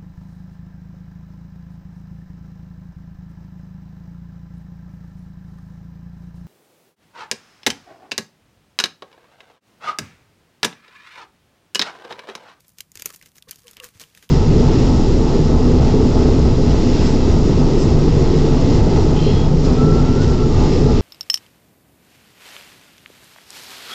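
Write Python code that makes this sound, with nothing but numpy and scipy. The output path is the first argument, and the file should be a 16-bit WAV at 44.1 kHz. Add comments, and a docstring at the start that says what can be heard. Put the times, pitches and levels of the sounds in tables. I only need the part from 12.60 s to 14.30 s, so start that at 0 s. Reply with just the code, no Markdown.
"""Beetles grappling on a dry log

Two large beetles, close to a single microphone in a quiet room. Claws and horns snap against
hard shell; feet tap the wood, catch on fibres and drag over the grain in raspy scrapes.
The log bumps dully on its support and hums hollowly under the shoves."""
import sys
import numpy as np
from scipy import signal
from scipy.io import wavfile

SR = 44100
rng = np.random.default_rng(int(sys.argv[2]) if len(sys.argv) > 2 else 0)


def unload_audio(sound):
    """Save the sound as a 16-bit wav file, at the path given as the first command line argument."""
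    columns = np.transpose(np.atleast_2d(sound))
    # keep every value between -1 and 1, then stretch to whole-number steps
    steps = np.round(np.clip(columns, -1, 1) * 32767)
    wavfile.write(sys.argv[1], SR, steps.astype(np.int16))


N = 74970
FREQS_HZ = np.fft.rfftfreq(4096, 1 / SR) + 1


def amp(db):
    """Decibels to gain."""
    return 10 ** (np.asarray(db) / 20)


def unit(x):
    """Scales to rms 1."""
    return x / np.sqrt(np.mean(x ** 2) + 1e-20)


def unit_hit(sound):
    """Scales a short sound to the energy of one millisecond at rms 1."""
    return sound / np.sqrt(np.sum(sound ** 2) / (SR * .001))


def add(mix, start_s, sound):
    """Mixes a sound in from start_s."""
    at = round(start_s * SR)
    sound = sound[max(-at, 0):]
    part = mix[max(at, 0):][:len(sound)]
    part += sound[:len(part)]


def colour(points, tilt_db=0):
    """A spectrum in dB, tilted by tilt_db per octave above 2.8 kHz, pivoting at 5 kHz."""
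    hz, db = np.transpose(points)
    octaves = np.log2(np.maximum(FREQS_HZ, 2800) / 5000)
    return np.interp(np.log(FREQS_HZ), np.log(hz), db) + tilt_db * octaves


def shaped(x, db):
    """Passes x through a causal filter with this spectrum."""
    log_gain = np.log(amp(np.r_[db, db[-2:0:-1]]))
    impulse = np.fft.ifft(np.exp(np.conj(signal.hilbert(log_gain)))).real
    return signal.fftconvolve(x, impulse[:len(db)])[:len(x)]


def stroke(t, rise_s, fall_s):
    """Pressure swells up to t = 0 and dies away."""
    return np.exp(-(np.minimum(t, 0) / rise_s) ** 2 - np.maximum(t, 0) / fall_s)


# The quiet room behind the log: frequency_hz, gain_db
ROOM_SPECTRUM = [(28, -47), (52, -1), (100, 2), (190, 0.5), (300, -11.5), (600, -15.5), (4000, -22.5),
                 (15000, -23.5)]


def room_tone(level_db):
    """A steady, low hush at the microphone."""
    return amp(level_db) * unit(shaped(rng.standard_normal(N), colour(ROOM_SPECTRUM)))


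# Claw on wood grain, heard close: frequency_hz, gain_db
GRAIN_SPECTRUM = [(100, -1.5), (450, -1.5), (750, -10), (1200, -4.5), (2600, -2.5), (3700, -3), (6400, -1),
                  (8300, -4), (14000, -5.5), (15500, -6.5)]
# Feet dragging along the log: peak_s, fall_s, level_db, tilt_db (per octave)
FOOT_SCRAPES = [(.002, 0.018, -52, 1.5), (0.048, 0.0092, -59, -5), (0.086, 0.033, -56, 4),
                (0.191, 0.025, -52, -0.5), (.365, 0.035, -54, -2), (0.401, 0.02, -47, -2),
                (0.471, 0.038, -44.5, 0), (.545, 0.039, -46.5, 1.5), (0.631, 0.016, -53, -5.5),
                (.665, 0.018, -52.5, -0.5), (.764, 0.019, -50, 1), (0.89, 0.01, -43.5, -3),
                (.931, 0.028, -51, -1.5), (1.005, 0.092, -57, 0.5), (1.09, 0.018, -49.5, -2.5),
                (1.135, 0.014, -51, -1.5), (1.175, 0.017, -48.5, -12), (1.243, 0.027, -42, -1),
                (1.365, 0.048, -55.5, -3), (1.411, 0.017, -38.5, -1), (1.485, 0.083, -59, -2.5),
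                (1.576, 0.03, -52.5, -2), (1.638, 0.019, -50.5, -3)]


def scrape(peak_s, fall_s, level_db, tilt_db):
    """A claw slips on many fibres over a fine rub: bright scrapes crackle, dull ones rasp."""
    t = np.arange(-.1, .25, 1 / SR)
    slips_per_s = 650 * amp(.35 * (level_db + 50))  # louder scrapes slip more often
    sizes = amp(4.5 * np.minimum(rng.exponential(1, len(t)), 3))
    slips = sizes * (rng.random(len(t)) < slips_per_s / SR)
    slip_power = signal.lfilter([1], [1, -np.exp(-2 / (.001 * SR))], slips ** 2)  # 1 ms decay
    rub = .5 * amp(-3 * tilt_db)
    grain = np.sqrt(slip_power / slip_power.mean() + rub ** 2) * rng.standard_normal(len(t))
    pressure = stroke(t, .61 * fall_s, fall_s)
    sound = shaped(grain * pressure, colour(GRAIN_SPECTRUM, tilt_db))
    return peak_s + t[0], amp(level_db) * unit(sound) * np.sqrt(np.mean(pressure ** 2))


# A hard click, heard close: frequency_hz, gain_db
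CLICK_SPECTRUM = [(100, -10), (1100, -38), (1600, -4), (2400, -4), (4300, 0.5), (6400, 2), (8300, 0),
                  (13500, 0.5), (15500, -5)]
# The knock in the wood underneath: frequency_hz, gain_db
KNOCK_SPECTRUM = [(60, -27), (170, -2.5), (420, 8.5), (750, -7), (1200, 3.5), (2000, 6), (5000, -92)]
# Modes of the beetles' shell: pitch_hz, width_hz, gain_db
SHELL_RESONANCES = [(2450, 450, 5), (4580, 380, 2), (6560, 590, 5), (12300, 950, 2.5)]
# Claws and horns on shell, near the microphone: crack_s, level_db, tilt_db (per octave), knock_db
SHELL_SNAPS = [(0.0819, -42.5, 9, -17), (0.1853, -33, -0.5, -19), (0.2066, -24, -0.5, -17),
               (.3180, -38, 3.5, -16), (0.3553, -30.5, -1.5, -8.5), (0.3734, -31, -4.5, -19),
               (0.397, -30.5, 0, -8), (0.4072, -40.5, -4, -8), (0.4216, -23, -1.5, -10.5),
               (0.447, -44, -15, -6), (.4582, -12.5, 4.5, -2), (0.504, -32.5, -4, -9), (0.561, -34, 3, -12),
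               (0.626, -40, -1.5, -2), (0.6599, -39.5, -2.5, -8), (.7829, -38.5, -3.5, -10.5),
               (0.8938, -38.5, -4, -7), (0.9105, -21.5, 4.5, -19), (0.9145, -31.5, -3.5, -17),
               (.9586, -38.5, 0, -15), (1.1120, -37, 3.5, -1), (1.2432, -29.5, 2, -11),
               (1.5498, -40, -4, -8), (1.626, -40, -4.5, -8)]


def snap(crack_s, level_db, tilt_db, knock_db):
    """A short creep, a crack and a rattle of the shell, with a knock passed into the wood."""
    t = np.arange(-.004, .03, 1 / SR)
    gap_s = abs(t)
    creep = amp(-8) * np.exp(-gap_s / .0004)
    rattle_s = .0024 * amp(.09 * knock_db)  # harder knocks rattle longer
    envelope = np.where(t < 0, creep, np.exp(-gap_s / rattle_s))
    crack = np.where(gap_s == gap_s.min(), 1, 0)
    burst = unit(envelope * rng.standard_normal(len(t))) + amp(-3) * unit(crack)
    modes_db = sum(db / (1 + ((FREQS_HZ - hz) / width) ** 2) for hz, width, db in SHELL_RESONANCES)
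    shell = shaped(unit(burst), colour(CLICK_SPECTRUM, tilt_db) + modes_db)
    push = (t >= 0) * np.exp(-gap_s / .0039) * rng.standard_normal(len(t))
    knock = shaped(unit(push), colour(KNOCK_SPECTRUM) + knock_db - tilt_db)
    return crack_s + t[0], amp(level_db) * unit_hit(shell + knock)


# Legs and horns landing on the log: start_s, level_db, pitch_hz, ring_s, click_db
WOOD_TAPS = [(0.2052, -30, 2880, 0.00094, -13), (.4218, -31, 2380, 0.0011, -9),
             (0.4595, -29.5, 2470, 0.001, -16), (0.6135, -42, 2050, 0.00095, -4.5),
             (.8242, -39, 3500, 0.00059, -0.5), (0.93, -41, 3050, .002, -7),
             (1.0702, -49, 2910, 0.00068, 9), (1.0808, -39.5, 3150, 0.0019, 3),
             (1.1684, -36.5, 3000, .0008, 0), (1.2002, -29.5, 2810, 0.0019, -5.5),
             (1.2364, -37.5, 1745, .001, -1.5), (1.398, -39.5, 3310, 0.00069, 6.5),
             (1.4375, -39.5, 3030, .0012, -4), (1.5747, -45, 1800, .0012, 3.5),
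             (1.692, -39, 3100, 0.0011, 2.5)]


def tap(start_s, level_db, pitch_hz, ring_s, click_db):
    """A claw lands with a dull click and rings one spot of the wood."""
    t = np.arange(0, .03, 1 / SR)
    ring = (1 - np.exp(-t * pitch_hz)) * np.exp(-t / ring_s) * np.sin(2 * np.pi * pitch_hz * t)
    contact = np.exp(-t / .0017) * rng.standard_normal(len(t))
    click = shaped(contact, colour(CLICK_SPECTRUM, tilt_db=-3))
    return start_s, amp(level_db) * (unit_hit(ring) + amp(click_db) * unit_hit(click))


# Down where the log rests on its support: start_s, level_db, pitch_hz, decay_s
LOG_BUMPS = [(0.359, -57, 93.4, 0.04), (0.456, -47, 185, 0.0078), (0.877, -54, 139, 0.018),
             (1.354, -50.5, 97.5, 0.022), (1.409, -60.5, 149.7, 0.056)]


def bump(start_s, level_db, pitch_hz, decay_s, rise_s=.0024):
    """The log rocks with a low, quickly damped thud."""
    t = np.arange(0, .25, 1 / SR)
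    envelope = 2 * (1 - np.exp(-t / rise_s)) * np.exp(-t / decay_s)
    return start_s, amp(level_db) * envelope * np.sin(2 * np.pi * pitch_hz * t)


# Claw tips catching on the log's surface, faint even this close: start_s, level_db
FIBRE_CATCHES = [(.483, -45), (.4915, -38), (.526, -45), (.547, -37.5), (.718, -52.5), (0.757, -49.5),
                 (1.288, -43)]


def catch(start_s, level_db, decay_s=.001):
    """One fibre lets go with a tiny, dry tick."""
    t = np.arange(0, .03, 1 / SR)
    slip = np.exp(-t / decay_s) * rng.standard_normal(len(t))
    return start_s, amp(level_db) * unit_hit(shaped(slip, colour(GRAIN_SPECTRUM)))


# Hollow modes of the log: pitch_ratio, width_hz, gain_db
LOG_RESONANCES = [(1, 34, -4), (2.32, 130, -6), (3.6, 350, -12.5)]
# Shoves, heard through the body of the log: peak_s, fall_s, level_db, pitch_hz, upper_modes_db
LOG_SHOVES = [(0.504, 0.0068, -59, 513, 18), (0.88, 0.0083, -47.5, 483, -4.5),
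              (1.064, 0.026, -48.5, 482, -10.5), (1.214, 0.024, -45.5, 506, -1.5),
              (1.246, 0.026, -49.5, 497, 1), (1.418, 0.025, -53, 476, -1.5)]


def shove(peak_s, fall_s, level_db, pitch_hz, upper_modes_db, bend=.05):
    """Friction drives the hollow modes of the log; the hum bends up as the pressure grows."""
    t = np.arange(-.15, .25, 1 / SR)
    pressure = stroke(t, .74 * fall_s, fall_s)
    cycles = np.cumsum(pitch_hz * (1 + bend * (pressure - 1))) / SR
    hum = np.zeros(len(t))
    for ratio, width_hz, gain_db in LOG_RESONANCES:
        pole = np.exp(-np.pi * width_hz / SR)
        friction = rng.standard_normal(len(t)) + 1j * rng.standard_normal(len(t))
        waver = signal.lfilter([1], np.poly([pole, pole]), friction)
        waver /= np.sqrt(abs(waver))  # steadies the level
        ring = (waver * np.exp(2j * np.pi * ratio * cycles)).real
        hum += amp(gain_db + upper_modes_db * (ratio > 1)) * unit(ring * pressure)
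    return peak_s + t[0], amp(level_db) * hum * np.sqrt(np.mean(pressure ** 2))


def reflections(direct, level_db, t60_s):
    """A short, faint tail from nearby surfaces, 3 ms behind the direct sound."""
    t = np.arange(0, .3, 1 / SR)
    tail = rng.standard_normal(len(t)) * (t > .003) * amp(-60 * t / t60_s)
    return amp(level_db) * signal.fftconvolve(direct, tail / np.linalg.norm(tail))[:N]


def scene():
    """Beetles and log up close, the room well behind them, in mono."""
    direct = np.zeros(N)
    for source, table in ((snap, SHELL_SNAPS), (tap, WOOD_TAPS), (catch, FIBRE_CATCHES),
                          (scrape, FOOT_SCRAPES), (shove, LOG_SHOVES), (bump, LOG_BUMPS)):
        for row in table:
            add(direct, *source(*row))
    return (direct + room_tone(level_db=-63) + reflections(direct, level_db=-18.5, t60_s=.1))[None]


def record(dry):
    """The recorder passes nothing much above 15.4 kHz."""
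    lowpass = signal.firwin(255, 15400, window=("kaiser", 8), fs=SR)
    return signal.oaconvolve(dry, lowpass[None], "same")


dry = scene()
out = record(dry)
unload_audio(out)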